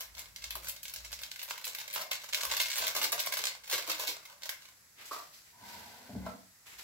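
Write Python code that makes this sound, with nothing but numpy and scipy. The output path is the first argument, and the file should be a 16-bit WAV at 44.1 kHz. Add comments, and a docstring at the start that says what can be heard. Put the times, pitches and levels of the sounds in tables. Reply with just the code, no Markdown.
"""At a kitchen worktop, close to a stereo microphone, a small paper sachet is crumpled and shaken empty
over a plastic mixing bowl. Creases snap as sharp clicks with dying runs of buckles, over a rustle of
random tiny clicks; resonances stand for the bowl, decaying noise for the reflections and the room.
Then it is put away: noise scuffs clatter as of a bin, blows ring a drawer's modes as it slides shut,
and filtered noise brushes the bowl. A wavering low rumble and room tone lie beneath."""
import sys
import numpy as np
from scipy import signal
from scipy.fft import rfft, irfft, next_fast_len
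from scipy.io import wavfile
from scipy.ndimage import uniform_filter1d

SR = 44100
rng = np.random.default_rng(int(sys.argv[2]) if len(sys.argv) > 2 else 0)


def waveform_to_disk(signal):
    """Save audio, clipped to [-1, 1], as 16-bit WAV at the path in sys.argv[1]."""
    frames = np.transpose(np.atleast_2d(signal))
    scaled = np.clip(frames, -1, 1) * 32767
    samples = np.round(scaled).astype(np.int16)
    wavfile.write(sys.argv[1], SR, samples)


N = 301515
TIME = np.arange(N) / SR

# creases snapping, levels ahead of the trims in snaps(): start_s, crack_db (over 10 ms),
# flap_db (re crack), fizz_db (re crack), crease_hz, run_s (length of the run of buckles), click_db (re run)
SNAPS = [(.007, -36.5, -10.5, -1.5, 5800, 0.02, -9), (0.1508, -49, -25, -10, 4000, .002, 4),
         (0.1809, -44, -15, -9, 1800, .003, 9), (.1934, -41.5, -20, 0, 6700, .005, 0),
         (.361, -41, -27, -9, 4570, 0.0028, -1), (0.4224, -46, -25, -9, 3000, .005, -2),
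         (0.441, -36.5, -31, -11, 4620, 0.0042, 2), (0.507, -35.5, -27, -2, 3400, 0.0016, 1),
         (0.5546, -38.5, -0.5, 3, 1800, 0.0048, -1), (.645, -41, -7.5, -1, 6500, 0.03, -14),
         (.671, -42, -18, -9, 1900, 0.0057, -1), (.685, -38, -12, 4, 7300, .005, -6),
         (.695, -38, -21, 1, 7200, .004, 0), (.764, -45.5, -18, -8, 4500, .002, 6),
         (0.8322, -42.5, -30, 2, 6800, 0.0037, 1), (.8548, -40.5, -18, -15, 2770, 0.0037, 0),
         (0.8816, -42, -28, -6, 6200, .006, 3), (0.8966, -45, -22, -1, 4600, .003, 2),
         (0.9378, -39.5, -15, 0, 5600, 0.0037, -3), (.9611, -39.5, -15, -7, 5530, .006, 8),
         (.986, -47, -18, -16, 4500, 0.0023, 0), (1.048, -42.5, -24, -11, 5400, .004, -1),
         (1.063, -50, -27, -16, 3500, .002, 2), (1.119, -44, -23, -2, 5030, .005, -7),
         (1.1289, -36, -12.5, -10, 5100, 0.0081, -3), (1.191, -45, -16, -8, 4500, .003, -1),
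         (1.2186, -47.5, -19, 4, 2800, .006, -6), (1.2342, -37, -26, -8, 3800, 0.0069, 1),
         (1.316, -39, -24, -8, 4000, 0.0026, 8), (1.3605, -44, -28, -4, 2210, .002, 1),
         (1.3938, -40.5, -28, -5, 3300, .006, 1), (1.4171, -41.5, -28, -5, 3000, .005, 3),
         (1.430, -40, -20, 3.5, 1970, 0.0061, -1), (1.4994, -39.5, -22, -3, 4900, 0.0059, -2),
         (1.5084, -34, -3, -7, 3050, 0.0079, 7), (1.579, -42, -9, -5, 2400, 0.0054, 0),
         (1.6434, -36.5, -30, -12, 3850, 0.0045, 2), (1.653, -40, -23, 3.5, 4500, 0.0042, -4),
         (1.6779, -36, -15, -6, 7300, .013, -10), (1.7496, -37, -25, -1.5, 2250, 0.0033, 3),
         (1.7856, -38.5, -11, -3, 3700, .006, 0), (1.802, -42, -21, -8, 5500, 0.0045, 2),
         (1.8794, -41, -8, -6, 2190, 0.0031, 4), (1.9105, -46.5, -23, -14, 2220, .002, 7),
         (1.9295, -44, -15, 3, 4500, .003, 2), (1.9385, -38.5, -14, 4.5, 2310, .005, 4),
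         (1.9504, -38, -14, 3, 3500, 0.0025, 3), (1.96, -34.5, 0, -12, 2870, 0.007, 1),
         (1.9787, -38, -3, -7, 2200, 0.0036, 3), (2.014, -35.5, -3, -4, 2000, 0.013, -12),
         (2.115, -29.5, -8.5, -5, 3360, 0.0053, 2), (2.1314, -34.5, -16, -12, 2520, 0.0088, -3),
         (2.1546, -39, -11, -12, 3000, .004, -2), (2.2183, -47.5, -17, -9, 4000, 0.004, 2),
         (2.2424, -52, -9, -10, 2200, 0.0018, 4), (2.262, -51, -15, -7, 4000, .002, 4),
         (2.2901, -42, -9, -9, 6570, .005, -1), (2.328, -38, -9, -11, 3300, .005, 0),
         (2.333, -31, -12, -11, 3300, 0.0036, 6), (2.3461, -26.5, -22, -7, 3200, .003, -1),
         (2.4093, -34.5, -26, -7, 1710, 0.0074, 0), (2.434, -31.5, -4, -4, 1780, .008, -5),
         (2.4515, -33.5, -5, 0.5, 5900, 0.0027, 1), (2.500, -38, -5, -8, 3500, .003, -2),
         (2.5145, -29.5, -7.5, -9, 3400, 0.004, -4), (2.522, -33, -4, -12, 2010, .005, 4),
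         (2.568, -30, -17, -2.5, 4000, .004, 2), (2.601, -24.5, -14, -8, 3220, .012, -9),
         (2.615, -28.5, -16, -2, 4020, 0.0064, -4), (2.658, -34, -17, -12, 3520, .008, -10),
         (2.701, -33.5, -24, -10, 5100, .008, -4), (2.7162, -34, -14, -11, 3800, .004, 1),
         (2.7314, -36.5, -20, -12, 3800, .003, 6), (2.758, -31, -11, -8, 7400, 0.019, -6),
         (2.783, -30.5, -9.5, 0.5, 4800, .007, -4), (2.823, -28.5, -4.5, -12, 3700, 0.029, -13),
         (2.869, -29.5, -18, -2, 3450, 0.0072, 2), (2.881, -31, -15, -4, 5350, 0.0032, -1),
         (2.951, -34.5, -5.5, -2, 6000, 0.0055, -2), (2.966, -28, -5, -3.5, 1650, 0.0073, -1),
         (3.016, -30, -6.5, -6, 2900, 0.0083, -4), (3.031, -29.5, -21, -1, 4430, 0.015, -5),
         (3.0425, -26, -16, -6.5, 4930, .005, -4), (3.1204, -35.5, -8, 5, 7500, 0.0031, 1),
         (3.128, -27, -5, -4, 1960, 0.0063, -2), (3.180, -38.5, -0.5, -18, 1960, 0.005, -3),
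         (3.193, -30, -20, -15, 4340, 0.0063, -8), (3.2016, -32, -16, 1, 4140, 0.0023, 1),
         (3.2626, -35.5, -10, 2.5, 5400, .005, -3), (3.271, -34, -3, -12, 2100, .0023, 2),
         (3.3232, -30.5, -11, -6, 2150, .009, 0), (3.338, -32, -10, -1.5, 2080, 0.0065, 2),
         (3.378, -41, -12, 3.5, 7200, .003, -3), (3.3905, -34.5, -6, -12, 4650, 0.0074, 1),
         (3.4389, -30.5, -9, -12, 3280, 0.0018, 1), (3.4543, -30, -19, -12, 6500, 0.0017, 8),
         (3.4699, -30.5, -14.5, -11, 4170, 0.0017, 5), (3.5507, -47, -2.5, -13, 1800, .0014, -2),
         (3.677, -44.5, -10, -2, 2500, 0.0025, -1), (3.6993, -34.5, -12, -2, 1650, 0.0071, 0.5),
         (3.7135, -32.5, -11, 0, 1800, .005, 3), (3.728, -27.5, -7.5, -8, 2150, .012, -15),
         (3.7399, -27.5, -9, -5, 4020, 0.017, -3), (3.780, -32, -7.5, -4, 1830, .0054, -1),
         (3.8242, -41, -15, -9, 4000, .003, 3), (3.877, -38.5, -1.5, -3, 1700, 0.018, -6),
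         (3.898, -31.5, -4.5, -14, 4700, .0071, 0), (3.9158, -30.5, -13, -5, 3600, 0.0025, -1),
         (3.996, -30.5, -7.5, -3, 1800, .016, -8), (4.033, -41, -8, -9, 3480, 0.0027, 2),
         (4.0789, -27.5, -14, -5, 4250, 0.021, -14), (4.168, -47.5, -0.5, -16, 2100, .004, 1),
         (4.2573, -49, -12, -7, 2130, 0.0044, 3), (4.295, -54.5, 3, -10, 1700, 0.041, -19),
         (4.4214, -48, -10, -13, 3500, .005, 5), (4.4345, -39, -16, -11, 4050, .004, 1),
         (4.458, -41, -11.5, -7, 4900, .005, -1), (4.4928, -32, -22, -2.5, 2100, 0.0028, -10),
         (4.621, -52.5, -13, -10, 4300, .015, -10), (4.655, -52, -9, -11, 3000, .012, 0)]
# spells in which the fingers work the paper: start_s, end_s, rustle_db
SQUEEZES = [(0, 0.027, -58), (0.13, 0.223, -52), (0.363, 0.765, -57.5), (.84, 1.02, -59),
            (1.082, 1.59, -55.5), (1.55, 2.04, -51.5), (2.11, 2.267, -56.5), (2.362, 2.456, -44.5),
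            (2.51, 3.048, -44), (3.212, 3.455, -45.5), (3.623, 3.7, -54), (3.7, 3.815, -46),
            (3.862, 4.11, -44.5), (4.234, 4.332, -60.5), (4.4, 4.535, -53.5), (4.582, 4.677, -58)]


def sachet(block=4096, handling_ends_s=4.9):
    """The paper sounds through the bowl's resonances; it keeps moving, so each block has new reflections."""
    # resonances of the bowl under the sachet: centre_hz, width_hz, gain_db
    bowl = [(566, 83, 3), (775, 260, -6.5), (997, 197, 6), (1345, 110, -2.5), (1540, 175, 7),
            (1812, 78, -12), (2129, 51, 7.5), (2219, 32, 4), (2620, 28, 3.5), (2950, 39, 0.5),
            (3700, 140, 2), (4240, 370, 2)]
    # stereo balance of the paper: frequency_hz, left_minus_right_db
    balance = [(300, -1.5), (1000, -1.5), (2200, 0), (4500, -1.6), (8000, -0.5), (14000, 2.6)]
    x = snaps(SNAPS) + rustle() + flicks() + snaps(ticks())
    for hz, width_hz, db in bowl:
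        x = x + (from_db(db) - 1) * resonate(x, hz, width_hz)
    heard = np.zeros((2, next_fast_len(N)))
    for start in range(0, int(handling_ends_s * SR), block):
        moment = kitchen(x[start:start + block], near_db=6.5, near_t60=0.023, tail_db=4.0,
                         lag=4.05, direct_pan_db=-7.5)
        heard[:, start:start + moment.shape[1]] += moment
    size = heard.shape[1]
    pan_db = at_hz(balance, np.fft.rfftfreq(size, 1 / SR))
    return irfft(rfft(heard) * from_db(pan_db * [[.5], [-.5]]), size)[:, :N]


def snaps(rows, first_db=0.0, level_db=0.5, flap_trim_db=-3.0, fizz_trim_db=0.0, per_s=1300):
    """A crease strains, gives way with one sharp click and sets off a dying run of smaller buckles."""
    shortest_lead_s, lead_share = 0.00076, 0.33   # buckles swell up ahead of the click; share of the run
    before = 600   # samples kept for that swell
    out, t = np.zeros(N + before), TIME[:4096] - TIME[before]
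    over_10_ms = np.sqrt(.01 * SR / len(t))   # makes the level an rms over 10 ms
    for s, crack_db, flap_db, fizz_db, crease_hz, length, click_db in rows:
        length = max(length, .001)
        lead = shortest_lead_s + lead_share * length
        shape = np.exp(-np.abs(t) / np.where(t < 0, lead, length))
        buckles = (rng.random(len(t)) < per_s / SR) * rng.standard_normal(len(t))
        clicks = unit_energy(buckles * shape)
        clicks[before] += from_db(first_db + click_db)
        snap = paper(evened(clicks, size=71), crease_hz, flap_db + flap_trim_db, fizz_db + fizz_trim_db)
        start = max(round(s * SR), 0)
        out[start:start + len(t)] += over_10_ms * from_db(crack_db + level_db) * snap
    return out[before:]


def ticks(count=200, per_s=28, tick_db=1, spread_db=4.5, low_hz=1800, high_hz=6500):
    """Small creases give way at random, as strong as the effort; rows have the columns of SNAPS."""
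    flap_db, fizz_db, run_s, click_db = -17, -7.5, 0.0025, 9
    draws, gain = rng.random((count, 3)), effort()
    times = np.cumsum(-np.log(1 - draws[:, 0])) / per_s
    levels = tick_db + spread_db * (2 * draws[:, 1] - 1)
    pitches = low_hz * (high_hz / low_hz) ** draws[:, 2]
    last_s = SQUEEZES[-1][0]
    rows = []
    for s, db, hz in zip(times, levels, pitches):
        if s < last_s:
            effort_db = 20 * np.log10(gain[int(s * SR)] + 1e-9)
            rows.append((s, db + effort_db, flap_db, fizz_db, hz, run_s, click_db))
    return rows


def rustle(per_s=1400, spread_db=7.5, clump_db=4.0, level_db=0.0, flap_db=-8.5, fizz_db=-4.0):
    """Tiny buckles of uneven size come in clumps as fingers work the paper and as it settles after a snap."""
    settle_db, settle_s = -21, 0.012   # level re the snap's crack, fading time
    settling = sum(from_db(db + settle_db) * swell(s, length, 0, settle_s)
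                   for s, db, *_, length, click_db in SNAPS)
    sizes = from_db(spread_db * np.minimum(rng.exponential(1, N), 4)) * rng.choice([-1, 1], N)
    clicks = (rng.random(N) < per_s / SR) * sizes * from_db(clump_db * drift(70))
    gain = from_db(level_db) * effort() + settling
    return gain * paper(clicks, 2300, flap_db, fizz_db, ring_gain=0.079)


def flicks(level_db=3.0, low_hz=290, high_hz=620):
    """A flick or shake moves the whole sachet: a short, dull puff of fading noise."""
    # fingers flicking and shaking the sachet, ahead of level_db: start_s, level_db, fade_s
    flick_rows = [(0.555, -55, 0.012), (2.785, -48, 0.01), (2.952, -44, 0.016), (3.014, -47.5, 0.012),
                  (3.127, -47, .008), (3.391, -49.5, 0.011), (3.730, -48.5, 0.021), (3.781, -50, 0.0078),
                  (3.880, -45, 0.0087), (3.992, -48, 0.012), (4.085, -48, 0.011), (4.168, -64, 0.011)]
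    out, t = np.zeros(N), TIME[:4096]
    for s, db, fade_s in flick_rows:
        puff = rms_one(band(rng.standard_normal(len(t)), low_hz, high_hz, order=3)) * np.exp(-t / fade_s)
        start = round(s * SR)
        out[start:start + len(t)] += from_db(db + level_db) * puff
    return out


def effort(rise_s=0.015, fade_s=0.05):
    """Gain of the fingers' work on the paper: each squeeze rises, holds and lets go; the strongest counts."""
    return np.max([from_db(db) * swell(start, rise_s, end - start - rise_s, fade_s)
                   for start, end, db in SQUEEZES], axis=0)


def paper(clicks, crease_hz, flap_db, fizz_db, ring_gain=1.0, ring_width=0.48, thump_db=-18.0):
    """A buckle rings its crease, flaps the sheet below it (with the fingers' dull thump), fizzes above it."""
    crack = band(clicks, 2150, 9080) + ring_gain * resonate(clicks, crease_hz, ring_width * crease_hz)
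    flap = band(clicks, 570, 1526, order=3) + from_db(thump_db) * band(clicks, 84, 296)
    fizz = band(clicks, 7750, 15520, order=2)
    return rms_one(crack) + from_db(flap_db) * rms_one(flap) + from_db(fizz_db) * rms_one(fizz)


def bin_clatter(level_db=-3.0, scuff_s=0.0064, top_hz=1400):
    """A light thing lands and bounces in a thin-walled bin; each soft contact scuffs the walls for moments."""
    # light contacts on the bin, ahead of level_db: start_s, level_db
    contacts = [(5.110, -35.5), (5.114, -32), (5.128, -35.5), (5.145, -36.5), (5.162, -36.5), (5.176, -41),
                (5.2, -42), (5.22, -44.5)]
    # the bin's well-damped wall resonances: centre_hz, width_hz, level_db (re one another)
    wall_modes = [(469, 35, -8.5), (643, 43, -10), (712, 48, 3), (950, 97, -2), (1040, 75, 0),
                  (1167, 59, 9.5), (1250, 50, -4), (1520, 90, -16), (1910, 60, -8), (2410, 50, -11)]
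    walls, t = np.zeros(N), TIME[:4096]
    for s, db in contacts:
        noise = rng.standard_normal(len(t)) * np.exp(-t / scuff_s)
        scuff = band(evened(noise, size=21), 290, top_hz)
        knock = sum(from_db(mode_db) * unit_energy(resonate(scuff, hz, width_hz))
                    for hz, width_hz, mode_db in wall_modes)
        start = round(s * SR)
        walls[start:start + len(t)] += from_db(db + level_db) * np.sqrt(scuff_s * SR) * unit_energy(knock)
    return kitchen(walls, near_db=1.5, near_t60=0.013, tail_db=-2.5, lag=-2)


def drawer(clap_db=9.0, rattle_db=-25.0, rattle_s=0.0074):
    """Soft bumps reach only the low modes, the hard clap the high ones; each rattles a little over runners."""
    # bumps along the runners, the thud home, the front's clap, ahead of a 0.5 dB cut:
    # start_s, level_db, lowest_hz and highest_hz of the blow
    hits = [(5.616, -60, 40, 400), (5.753, -56, 40, 161), (5.851, -62, 38.5, 235.4),
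            (6.09, -45.5, 150, 690), (6.125, -49.5, 60, 419), (6.149, -36, 80.5, 345),
            (6.165, -43, 50, 222), (6.262, -37.5, 480, 1920), (6.268, -42.5, 480, 1800),
            (6.335, -52.5, 130, 1150)]
    # the drawer's modes: pitch_hz, level_db (re the blow), t60_s
    modes = [(68, -11, 0.46), (104.7, -1, 0.27), (187.7, -3, .33), (212, -7, .3), (257, -3, .22),
             (294, -12, 0.32), (399, -3.5, .041), (476, -1, 0.06), (607, -1, 0.069), (720, 0.5, .1),
             (870, -8, .058), (931, 0.5, 0.098), (1080, 0.5, 0.051), (1342, -2.5, 0.049), (1508, -4, 0.083),
             (1610, -5, .078), (2030, -14, .11)]
    blows, t = np.zeros(N), TIME[:4096]
    for s, db, low_hz, high_hz in hits:
        rattle = from_db(rattle_db) * rng.standard_normal(len(t)) * np.exp(-t / rattle_s)
        contact = signal.unit_impulse(len(t)) + rattle
        start = round(s * SR)
        blows[start:start + len(t)] += from_db(db - 0.5) * band(contact, low_hz, high_hz)
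    wood = ring(blows, modes) + from_db(clap_db) * blows + runners()
    return kitchen(wood, near_db=0.5, near_t60=0.013, tail_db=-1.0, lag=-1.5)


def runners():
    """Friction makes the runners sing; their upper note gives way to lower ones as the drawer travels."""
    # level of the runners' friction along the slide: time_s, level_db
    slide = [(5.53, -67.5), (5.63, -53.5), (5.75, -51.5), (5.88, -55), (6.0, -56), (6.15, -58.5),
             (6.3, -51)]
    # the runners' resonances, each passed twice:
    # centre_hz, width_hz (of one pass), early_db as the drawer sets off, late_db as it arrives
    notes = [(111, 52, -13, -17), (216, 75, -16, -0.5), (480, 180, -18, -5.5), (736, 134, -7.5, -2.5),
             (823, 90, -9, -8), (942, 76, 3, -9), (1517, 160, -13.5, -9.5), (2066, 64, -13, -8)]
    start, end = slide[0][0], slide[-1][0]
    travel = np.clip((TIME - start) / (end - start), 0, 1)
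    friction = rng.standard_normal(N)
    song = 0
    for hz, width_hz, early_db, late_db in notes:
        note = resonate(resonate(friction, hz, width_hz), hz, width_hz)
        song = song + from_db(early_db + (late_db - early_db) * travel) * note
    sliding = (TIME > start) * (TIME < end)
    return sliding * from_db(in_time(slide)[0]) * song / np.std(song[sliding])


def brushing(rub_db=4.5, hiss_db=4.5, grain_db=1.0, rub_top_hz=2700, hiss_low_hz=3900,
             focus_gain=0.61, focus_width=0.36):
    """Grainy friction of cloth and skin: a firm rub is dull, a light graze only hisses, at its own pitch."""
    # strokes of sleeve, hand and drawer over surfaces, ahead of rub_db and hiss_db:
    # start_s, rise_s, fade_s, rub_db, bright_db (hiss re rub), hiss_centre_hz
    strokes = [(4.96, 0.053, 0.14, -56, -3, 4200), (5.055, 0.0039, .035, -64, 10, 7100),
               (5.103, .034, 0.076, -54.5, 4.5, 4800), (5.325, 0.016, 0.085, -66.5, 5, 4900),
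               (5.44, .022, 0.1, -68, -3, 7500), (5.57, 0.14, 0.39, -59, 3, 4200),
               (6.25, 0.013, 0.055, -58.5, -3.5, 3820), (6.652, 0.017, .3, -60, 0.5, 7350),
               (6.779, .016, 0.056, -55.5, 0, 4170)]
    # colour of the brushing: frequency_hz, density_db (per Hz, relative)
    colour = [(120, -33), (200, -16), (482, -13.5), (1140, -8), (1400, -7), (2050, -1.5), (3430, -3.5),
              (7010, -11), (7680, -9.5), (8420, -13.5), (11700, -10), (16000, -12)]
    longest_s = 1   # by about this time any stroke has come to rest
    rub = rms_one(band(stereo_noise(colour), 104, rub_top_hz, order=2))
    hiss = band(stereo_noise(colour), hiss_low_hz, 15700, order=3)
    rubbing, hissing = 0, 0
    for start, rise, fade, db, bright_db, hz in strokes:
        stopping = np.exp(-(np.maximum(TIME - start, 0) / longest_s) ** 8)
        stroke = from_db(db) * swell(start, rise, 0, fade) * stopping
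        rubbing = np.maximum(rubbing, stroke)
        focused = rms_one(hiss + focus_gain * resonate(hiss, hz, focus_width * hz))
        hissing = hissing + from_db(bright_db) * stroke * focused
    grain = from_db(grain_db * drift(200))
    return grain * (from_db(rub_db) * rubbing * rub + from_db(hiss_db) * hissing)


def background(rumble_db=2.0, waver_db=1.0, floor_db=-60.9):
    """Room tone and microphone hiss, one coloured noise, under a wavering rumble that comes and goes."""
    # spells of low rumble, ahead of rumble_db: start_s, rise_s, hold_s, fade_s, level_db
    spells = [(0, 0.14, 0.55, .08, -61), (.78, 0.063, 0.34, .11, -62), (2.426, 0.062, 0.055, 0.086, -59),
              (2.7, .1, .4, 0.58, -77.5), (6.62, 0.056, 0.18, .1, -71)]
    # colour of the rumble: frequency_hz, density_db (per Hz, relative)
    rumble_colour = [(25, -29), (42, -17), (57, 10), (72, -6.5), (110, -12.5), (170, -16.5), (300, -28)]
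    # colour of the room tone and microphone hiss: frequency_hz, density_db (per Hz, relative)
    floor_colour = [(30, -21), (48, -10), (110, -9.5), (145, -9.5), (230, -15.5), (400, -20.5),
                    (650, -17.5), (1100, -15.5), (1950, -11.5), (3100, -20), (5000, -13), (7700, -13.5),
                    (12000, -15.5), (16000, -20)]
    gain = sum(from_db(db) * swell(start, rise, hold, fade) for start, rise, hold, fade, db in spells)
    rumble = gain * from_db(rumble_db + waver_db * drift(8.2)) * stereo_noise(rumble_colour)
    return rumble + from_db(floor_db) * stereo_noise(floor_colour)


def kitchen(x, near_db, near_t60, tail_db, lag, direct_pan_db=0):
    """Direct sound (lag samples later on the left), a quick scatter off near surfaces, and the room's tail.

    Each side's response has an energy of 1, so direct_pan_db sets how direct, not how loud, a side is.
    """
    # decay of the room: frequency_hz, t60_s
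    room_t60 = [(150, 0.36), (800, 0.39), (2000, 0.35), (5500, 0.24), (14000, 0.19)]
    # colour of the room's tail: frequency_hz, level_db (relative)
    tail_colour = [(60, 1.5), (200, -4), (450, -2), (800, -1.5), (2000, -1.5), (5500, 1), (14000, 0.5)]
    t = TIME[:12288]
    direct = np.sinc(np.arange(len(t)) - 8 - np.array([[lag], [0]]))   # sinc: fractions of a sample
    direct = direct * from_db(direct_pan_db * np.array([[.5], [-.5]]))
    scatter = stereo_noise([(200, -20), (600, 0), (20000, 0)], size=len(t))
    near = unit_energy(scatter * from_db(-60 * t / near_t60))
    noise, hz = rfft(stereo_noise(tail_colour, size=len(t))), np.fft.rfftfreq(len(t), 1 / SR)
    octave = np.round(np.log2(np.clip(hz, 500, 16000)))
    tail = 0
    for k in np.unique(octave):   # each octave dies away at its own pace
        decay = np.exp(-np.log(1000) * t / at_hz(room_t60, 2 ** k))
        tail = tail + irfft(noise * (octave == k), len(t)) * decay
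    tail = unit_energy(tail * (1 - np.exp(-t / 0.0025)))   # the tail builds up over 2.5 ms
    response = evened(direct + from_db(near_db) * near + from_db(tail_db) * tail, size=91)
    return signal.fftconvolve(x[None], response, axes=1)[:, :N]


def stereo_noise(colour, size=N):
    """Coloured noise, largely alike on both sides in the bass and nearly unrelated in the treble."""
    # likeness of the two sides: frequency_hz, correlation (0 to 1)
    likeness = [(60, 0.86), (125, 0.92), (250, 0.53), (500, 0.71), (1000, 0.039), (2000, 0), (16000, 0.064)]
    padded = next_fast_len(size)
    hz = np.fft.rfftfreq(padded, 1 / SR)
    mid, side = rfft(rng.standard_normal((2, padded)))
    alike = np.clip(at_hz(likeness, hz), -1, 1)
    both = np.sqrt(1 + alike) * mid + np.sqrt(1 - alike) * side * [[1], [-1]]
    return rms_one(irfft(both * from_db(at_hz(colour, hz)))[:, :size])


def ring(x, modes):
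    """Each click sets all the modes ringing, with alternating signs."""
    out = 0
    for k, (hz, db, t60) in enumerate(modes):
        r, w = np.exp(-np.log(1000) / (t60 * SR)), 2 * np.pi * hz / SR
        mode = signal.lfilter([np.sin(w), -np.sin(w)], [1, -2 * r * np.cos(w), r * r], x + 1e-18) / w
        out = out + (-1) ** k * from_db(db) * mode
    return out


def resonate(x, hz, width_hz):
    """A two-pole resonance with a gain of about 1 on top."""
    r = np.exp(-np.pi * abs(width_hz) / SR)
    numerator = np.array([1, 0, -1]) * (1 - r * r) / 2
    return signal.lfilter(numerator, [1, -2 * r * np.cos(2 * np.pi * hz / SR), r * r], x + 1e-18)


def band(x, low_hz, high_hz, order=2):
    """Butterworth band-pass."""
    edges = [low_hz, np.clip(high_hz, low_hz * 1.1, .45 * SR)]
    return signal.sosfilt(signal.butter(order, edges, "band", fs=SR, output="sos"), x + 1e-18)


def evened(x, size=41):
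    """Level out the broad chance humps in a short sound's spectrum, with nothing sounding early; energy 1."""
    n, spectrum = x.shape[-1], rfft(x)
    power = uniform_filter1d(np.abs(spectrum) ** 2, size, axis=-1)
    cepstrum = irfft(-.5 * np.log(np.maximum(power, 1e-20)), n)
    correction = np.exp(rfft(2 * cepstrum[..., :n // 2], n))   # the first half alone: minimum phase
    return unit_energy(irfft(spectrum * correction, n))


def swell(start, rise, hold, fade):
    """An envelope that rises in a straight line, holds and dies away exponentially."""
    t = TIME - start
    return np.clip(t / rise, 0, 1) * np.exp(-np.maximum(t - rise - hold, 0) / fade)


def drift(rate):
    """Slow chance with a spread of 1: random knots, rate per second, joined by straight lines."""
    knots = rng.standard_normal(4096)
    return rms_one(np.interp(TIME * rate, np.arange(len(knots)), knots))


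def in_time(rows):
    """One curve per column, joined by straight lines."""
    s, *columns = np.transpose(rows)
    return [np.interp(TIME, s, c) for c in columns]


def at_hz(points, hz):
    """Read a table on a log-frequency axis."""
    f, value = np.transpose(points)
    return np.interp(np.log(np.maximum(hz, 1)), np.log(f), value)


def from_db(db):
    """Decibels to gain."""
    return 10 ** (np.asarray(db) / 20)


def rms_one(x):
    """Scale to an rms of 1."""
    return x / np.sqrt(np.mean(x ** 2) + 1e-20)


def unit_energy(x):
    """Scale each channel to an energy of 1."""
    return x / np.sqrt(np.sum(x ** 2, axis=-1, keepdims=True) + 1e-20)


def scene():
    """Everything heard at the worktop."""
    return sachet() + bin_clatter() + drawer() + brushing() + background()


def record(dry, cutoff_hz=15750):
    """The microphone ports lift one band in the treble and hollow out the next; the top is cut."""
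    coloured = dry - 0.59 * resonate(dry, 8860, 1630)
    coloured = coloured + 0.46 * resonate(coloured, 7800, 600)
    return signal.sosfilt(signal.ellip(10, .1, 70, cutoff_hz, fs=SR, output="sos"), coloured)


dry = scene()
out = record(dry)
waveform_to_disk(out)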